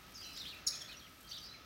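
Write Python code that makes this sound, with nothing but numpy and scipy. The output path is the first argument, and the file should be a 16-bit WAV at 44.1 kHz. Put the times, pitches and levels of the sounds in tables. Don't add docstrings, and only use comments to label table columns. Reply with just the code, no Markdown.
import sys
import numpy as np
from scipy import signal
from scipy.fft import rfft, irfft, next_fast_len
from scipy.io import wavfile
from scipy.ndimage import map_coordinates

SR = 44100
rng = np.random.default_rng(int(sys.argv[2]) if len(sys.argv) > 2 else 0)


def transcribe(u):
    v = np.clip(np.atleast_2d(u).T, -1, 1)
    q = np.round(v * 32767).astype(np.int16)
    wavfile.write(sys.argv[1], SR, q)


N = 72765
TIME_S = np.arange(N) / SR


def amp(db):
    return 10 ** (np.asarray(db) / 20)


def unit_rms(x):
    return x / np.sqrt(np.mean(x ** 2) + 1e-20)


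def over_time(points):
    return np.interp(TIME_S, *np.transpose(points))


def over_hz(points, hz):
    knots_hz, values = np.transpose(points)
    return np.interp(np.log(hz + 1), np.log(knots_hz + 1), values)


def wobble(rate_hz):
    return map_coordinates(rng.standard_normal(4096), [TIME_S * rate_hz], mode="wrap")


def filtered(x, response):
    size = next_fast_len(N + SR // 2)
    return irfft(rfft(x, size) * response(np.fft.rfftfreq(size, 1 / SR)), size)[:N]


def noise(spectrum):
    return unit_rms(filtered(rng.standard_normal(N), lambda hz: amp(over_hz(spectrum, hz))))


# (frequency [Hz], relative density [dB])
AIR_SPECTRUM = [(20, -26), (32, -16.5), (48, 2), (70, 0.5), (120, -2.5), (280, -4), (480, -11.5),
                (680, -10), (900, -13.5), (1200, -10.5), (2400, -11), (4500, -13.5), (6300, -17.5),
                (7400, -29), (9500, -30.5), (15500, -26)]
# (time [s], gain [dB])
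AIR_SWELL = [(0, 0), (.2, 0.5), (.45, 2), (.8, .5), (1.15, -2), (1.4, 0), (1.65, -1)]
AIR_DB = -58


def air_rumble():
    return amp(AIR_DB + over_time(AIR_SWELL) + 0.73 * wobble(13.83)) * noise(AIR_SPECTRUM)


# (frequency [Hz], relative density [dB])
HISS_SPECTRUM = [(4000, -25), (7000, 0), (8500, 0), (10200, -3), (12200, 2.5), (15500, -2)]
# (time [s], level before gain [dB])
HISS_ENVELOPE = [(0, -74.5), (.1, -70), (.3, -66), (.5, -66), (.58, -69.5), (.65, -81), (.7, -66),
                 (.8, -69.5), (1.0, -71), (1.18, -71), (1.215, -66), (1.27, -69.5), (1.32, -64.5),
                 (1.4, -71.5), (1.44, -66.5), (1.49, -77), (1.65, -83)]
HISS_GAIN_DB = 3


def hiss():
    return amp(over_time(HISS_ENVELOPE) + HISS_GAIN_DB + 1.9 * wobble(160)) * noise(HISS_SPECTRUM)


DRONE_HZ, DRONE_WIDTH_HZ, DRONE_DB = 1286.5, 77, -67


def far_drone():
    white = rng.standard_normal(N)
    band = filtered(white, lambda hz: 1 / (1 + 2 * ((hz - DRONE_HZ) / DRONE_WIDTH_HZ) ** 2))
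    return amp(DRONE_DB + 0.65 * wobble(6)) * unit_rms(band)


# (time [s], level [dB])
CLICKS = [(.123, -52), (.214, -47), (.376, -45), (.486, -53), (0.929, -49), (1.439, -58)]


def clicks(decay_s=0.0016):
    envelope = sum(amp(db) * (TIME_S >= start_s) * np.exp(-np.abs(TIME_S - start_s) / decay_s)
                   for start_s, db in CLICKS)
    return envelope * noise([(100, -18), (1000, -1), (3000, 1), (15000, -9)])


def scatter(x, delay_s, smear_s):
    t = np.arange(SR // 4) / SR - delay_s
    burst = rng.standard_normal(len(t)) * (t >= 0) * np.exp(-np.abs(t) / smear_s)
    return signal.fftconvolve(x, burst / np.linalg.norm(burst))[:N]


# (frequency [Hz], T60 [s])
YARD_T60 = [(500, .5), (3000, 0.42), (6000, 0.65), (11000, 0.34), (16000, 0.33)]


def yard(x, build_s=0.0062):
    hz, t, spectra = signal.stft(rng.standard_normal(SR * 3 // 4), SR, nperseg=256)
    decay = amp(-60 * t / over_hz(YARD_T60, hz)[:, None])
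    onset = 1 - np.exp(-t / build_s)
    _, tail = signal.istft(spectra * decay * onset, SR, nperseg=256)
    return signal.fftconvolve(x, tail / np.linalg.norm(tail))[:N]


NOTE_ATTACK_S, NOTE_RELEASE_S = .0045, .006
NOTE_OVERTONE_DB, NOTE_EARLY_DB, NOTE_WET_DB = -29, -5.5, -6


def far_note(row, bend, flutter_db):
    start_s, length_s, start_hz, middle_hz, end_hz, db = row
    t = TIME_S - start_s
    u = np.clip(t / length_s, 0, 1)
    hz = start_hz * (1 - u) * (1 - 2 * u) + middle_hz * 4 * u * (1 - u) + end_hz * u * (2 * u - 1)
    phase = 2 * np.pi * np.cumsum(hz * (1 + bend)) / SR
    tone = np.sin(phase) + amp(NOTE_OVERTONE_DB) * np.sin(2 * phase)
    ramp = np.clip(np.minimum(t / NOTE_ATTACK_S, (length_s - t) / NOTE_RELEASE_S), 0, 1)
    direct = amp(db + flutter_db * wobble(170)) * np.sin(np.pi / 2 * ramp) * tone
    early = scatter(direct, delay_s=0.0043, smear_s=0.012)
    return direct + amp(NOTE_EARLY_DB) * early + amp(NOTE_WET_DB) * yard(direct)


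# (time [s], length [s], start [Hz], middle [Hz], end [Hz], level [dB])
CHIRP_NOTES = [ (0.139, 0.047, 5800, 5850, 5280, -55), (0.226, 0.047, 5500, 5610, 5800, -56),
               (0.286, .060, 5200, 5100, 5300, -61), (0.341, 0.068, 5440, 4910, 4390, -51.5),
               (0.449, .036, 2900, 3444, 4130, -46), (0.475, 0.035, 4000, 3950, 3620, -50),
               (0.726, 0.036, 3900, 4000, 3150, -50), (0.877, .055, 3900, 4330, 3630, -51.5),
               (1.272, 0.0416, 4340, 4510, 4090, -56), (1.288, 0.049, 5700, 5870, 5370, -56),
               (1.307, 0.037, 3400, 3300, 3440, -53.5), (1.328, 0.027, 4300, 4080, 4750, -49),
               (1.35, 0.034, 3700, 3750, 3270, -47), (1.435, 0.046, 4700, 4980, 4660, -51.5)]


def far_chirps():
    return sum(far_note(row, bend=.08 * wobble(600), flutter_db=2.0) for row in CHIRP_NOTES)


# (time [s], length [s], start [Hz], middle [Hz], end [Hz], level [dB])
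WHISTLE_NOTES = [ (.150, 0.056, 5400, 4860, 4560, -52.5), (.200, 0.038, 4600, 4900, 4970, -52.5),
                 (0.228, 0.025, 5000, 4250, 3850, -52), (0.218, 0.02, 3220, 3240, 3160, -57),
                 (0.248, .075, 4020, 4066, 4090, -54), (.356, 0.019, 5000, 6250, 8300, -51.5),
                 (0.359, 0.016, 3250, 3290, 3400, -51), (.371, 0.013, 3580, 4040, 5540, -42),
                 (.381, .023, 5110, 5800, 4500, -47.5), (0.398, .026, 4304, 3870, 3450, -45.5),
                 (0.423, .028, 3900, 3486, 2700, -54), (0.49, 0.0162, 3800, 3524, 3340, -46),
                 (.520, 0.03, 3000, 2493, 2400, -54.5), (.542, 0.045, 2450, 2680, 2500, -58),
                 (0.715, 0.037, 2070, 2540, 2330, -57), (0.806, 0.031, 3630, 3325, 3180, -51),
                 (.848, 0.02, 3370, 3500, 3330, -55), (.886, 0.029, 2300, 2535, 2540, -55),
                 (0.912, 0.046, 3110, 2906, 2620, -56), (0.965, 0.027, 5470, 5770, 5420, -55.5),
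                 (0.993, 0.025, 4595, 3900, 3100, -55.5), (1.022, 0.037, 3140, 3317, 2940, -59.5),
                 (1.063, 0.016, 3300, 2390, 1860, -55.5), (1.233, 0.079, 3154, 3180, 3120, -66.5),
                 (1.311, 0.016, 4190, 4570, 4550, -41.5), (1.377, 0.015, 4890, 5920, 6200, -49.5),
                 (1.386, 0.054, 5270, 4730, 4560, -57), (1.37, 0.048, 3450, 3253, 3150, -55.5),
                 (1.479, 0.0284, 4160, 4000, 3960, -55.5), (1.51, 0.035, 4040, 4050, 4050, -50.5),
                 (1.534, 0.026, 2946, 2314, 2170, -58.5)]


def far_whistles():
    return sum(far_note(row, bend=.014 * wobble(420), flutter_db=2.6) for row in WHISTLE_NOTES)


# (time [s], length [s], start [Hz], middle [Hz], end [Hz], level [dB])
TRILL_NOTE = (.215, .118, 2850, 2850, 2750, -56)


def far_trill(rate_hz=88, depth=.085):
    swing = np.sin(2 * np.pi * rate_hz * TIME_S + 0.61 * wobble(39.1))
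    return far_note(TRILL_NOTE, bend=depth * swing, flutter_db=5.5)


# (time [s], level [dB])
HAZE_ENVELOPE = [(0, -99), (.45, -71), (.62, -68), (.74, -62), (.92, -62), (1.1, -80), (1.65, -90)]
# (frequency [Hz], relative density [dB])
HAZE_SPECTRUM = [(350, -29), (560, -1), (700, -5), (950, -26), (1450, -3), (1850, 1.5), (2300, -9),
                 (3200, -35)]


def haze():
    return amp(over_time(HAZE_ENVELOPE)) * noise(HAZE_SPECTRUM)


def syrinx_voice(contour, overtones_db, edge_s=0.00045):
    times_s, hz, db = np.transpose(contour)
    phase = 2 * np.pi * np.cumsum(np.interp(TIME_S, times_s, hz)) / SR
    gate = np.clip(np.minimum(TIME_S - times_s[0], times_s[-1] - TIME_S) / edge_s, 0, 1)
    overtones = sum(amp(gain_db) * np.sin(k * phase) for k, gain_db in enumerate(overtones_db, 2))
    return gate * amp(np.interp(TIME_S, times_s, db)) * (np.sin(phase) + overtones)


# (time [s], pitch [Hz], source level [dB])
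HIGH_VOICE = [(.6658, 7490, -44), (.6672, 6880, -33.5), (.669, 6650, -31.5), (.6755, 6470, -37),
              (.6764, 5960, -26.5), (.6775, 4830, -52)]
LOW_VOICE = [(.6694, 5770, -46), (.6718, 5513, -23), (.6752, 5200, -30.5), (.6764, 4900, -24.5),
             (.6774, 4060, -27.5), (.6805, 3330, -54)]
# (frequency [Hz], gain [dB])
THROAT_RESPONSE = [(3000, -4), (7000, 1), (8500, 2.5), (9600, -5.5), (10800, 4), (11800, -1), (13500, -6),
                   (15500, 11)]
CHIP_RASP_DB = -22


def near_chip():
    high = syrinx_voice(HIGH_VOICE, overtones_db=[-18])
    low = syrinx_voice(LOW_VOICE, overtones_db=[-14.5, -26])
    rasp = 1 + amp(CHIP_RASP_DB) * wobble(3500)
    return filtered((high + low) * rasp, lambda hz: amp(over_hz(THROAT_RESPONSE, hz)))


# (delay [s], gain [dB])
FLAT_SURFACES = [(.0025, -18), (.0062, -6.5), (0.0112, -12), (.0168, -23), (0.0333, -12.5)]
# (delay [s], gain [dB], smear [s])
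HOUSE_WALLS = [(0.01, -4.5, 0.0046), (.081, -15, 0.0092), (.1445, -15, .005)]
CHIP_WET_DB = -6


def chip_echoes(chip):
    mirrored = filtered(chip, lambda hz: sum(amp(db) * np.exp(-2j * np.pi * hz * delay_s)
                                             for delay_s, db in FLAT_SURFACES))
    smeared = sum(amp(db) * scatter(chip, delay_s, smear_s) for delay_s, db, smear_s in HOUSE_WALLS)
    return mirrored + smeared + amp(CHIP_WET_DB) * yard(chip)


def scene():
    chip = near_chip()
    birds = chip + chip_echoes(chip) + far_whistles() + far_chirps() + far_trill()
    background = air_rumble() + hiss() + far_drone() + clicks() + haze()
    return (birds + background)[None]


TOP_HZ = 15850


def record(dry):
    return np.array([filtered(x, lambda hz: hz < TOP_HZ) for x in dry])


dry = scene()
out = record(dry)
transcribe(out)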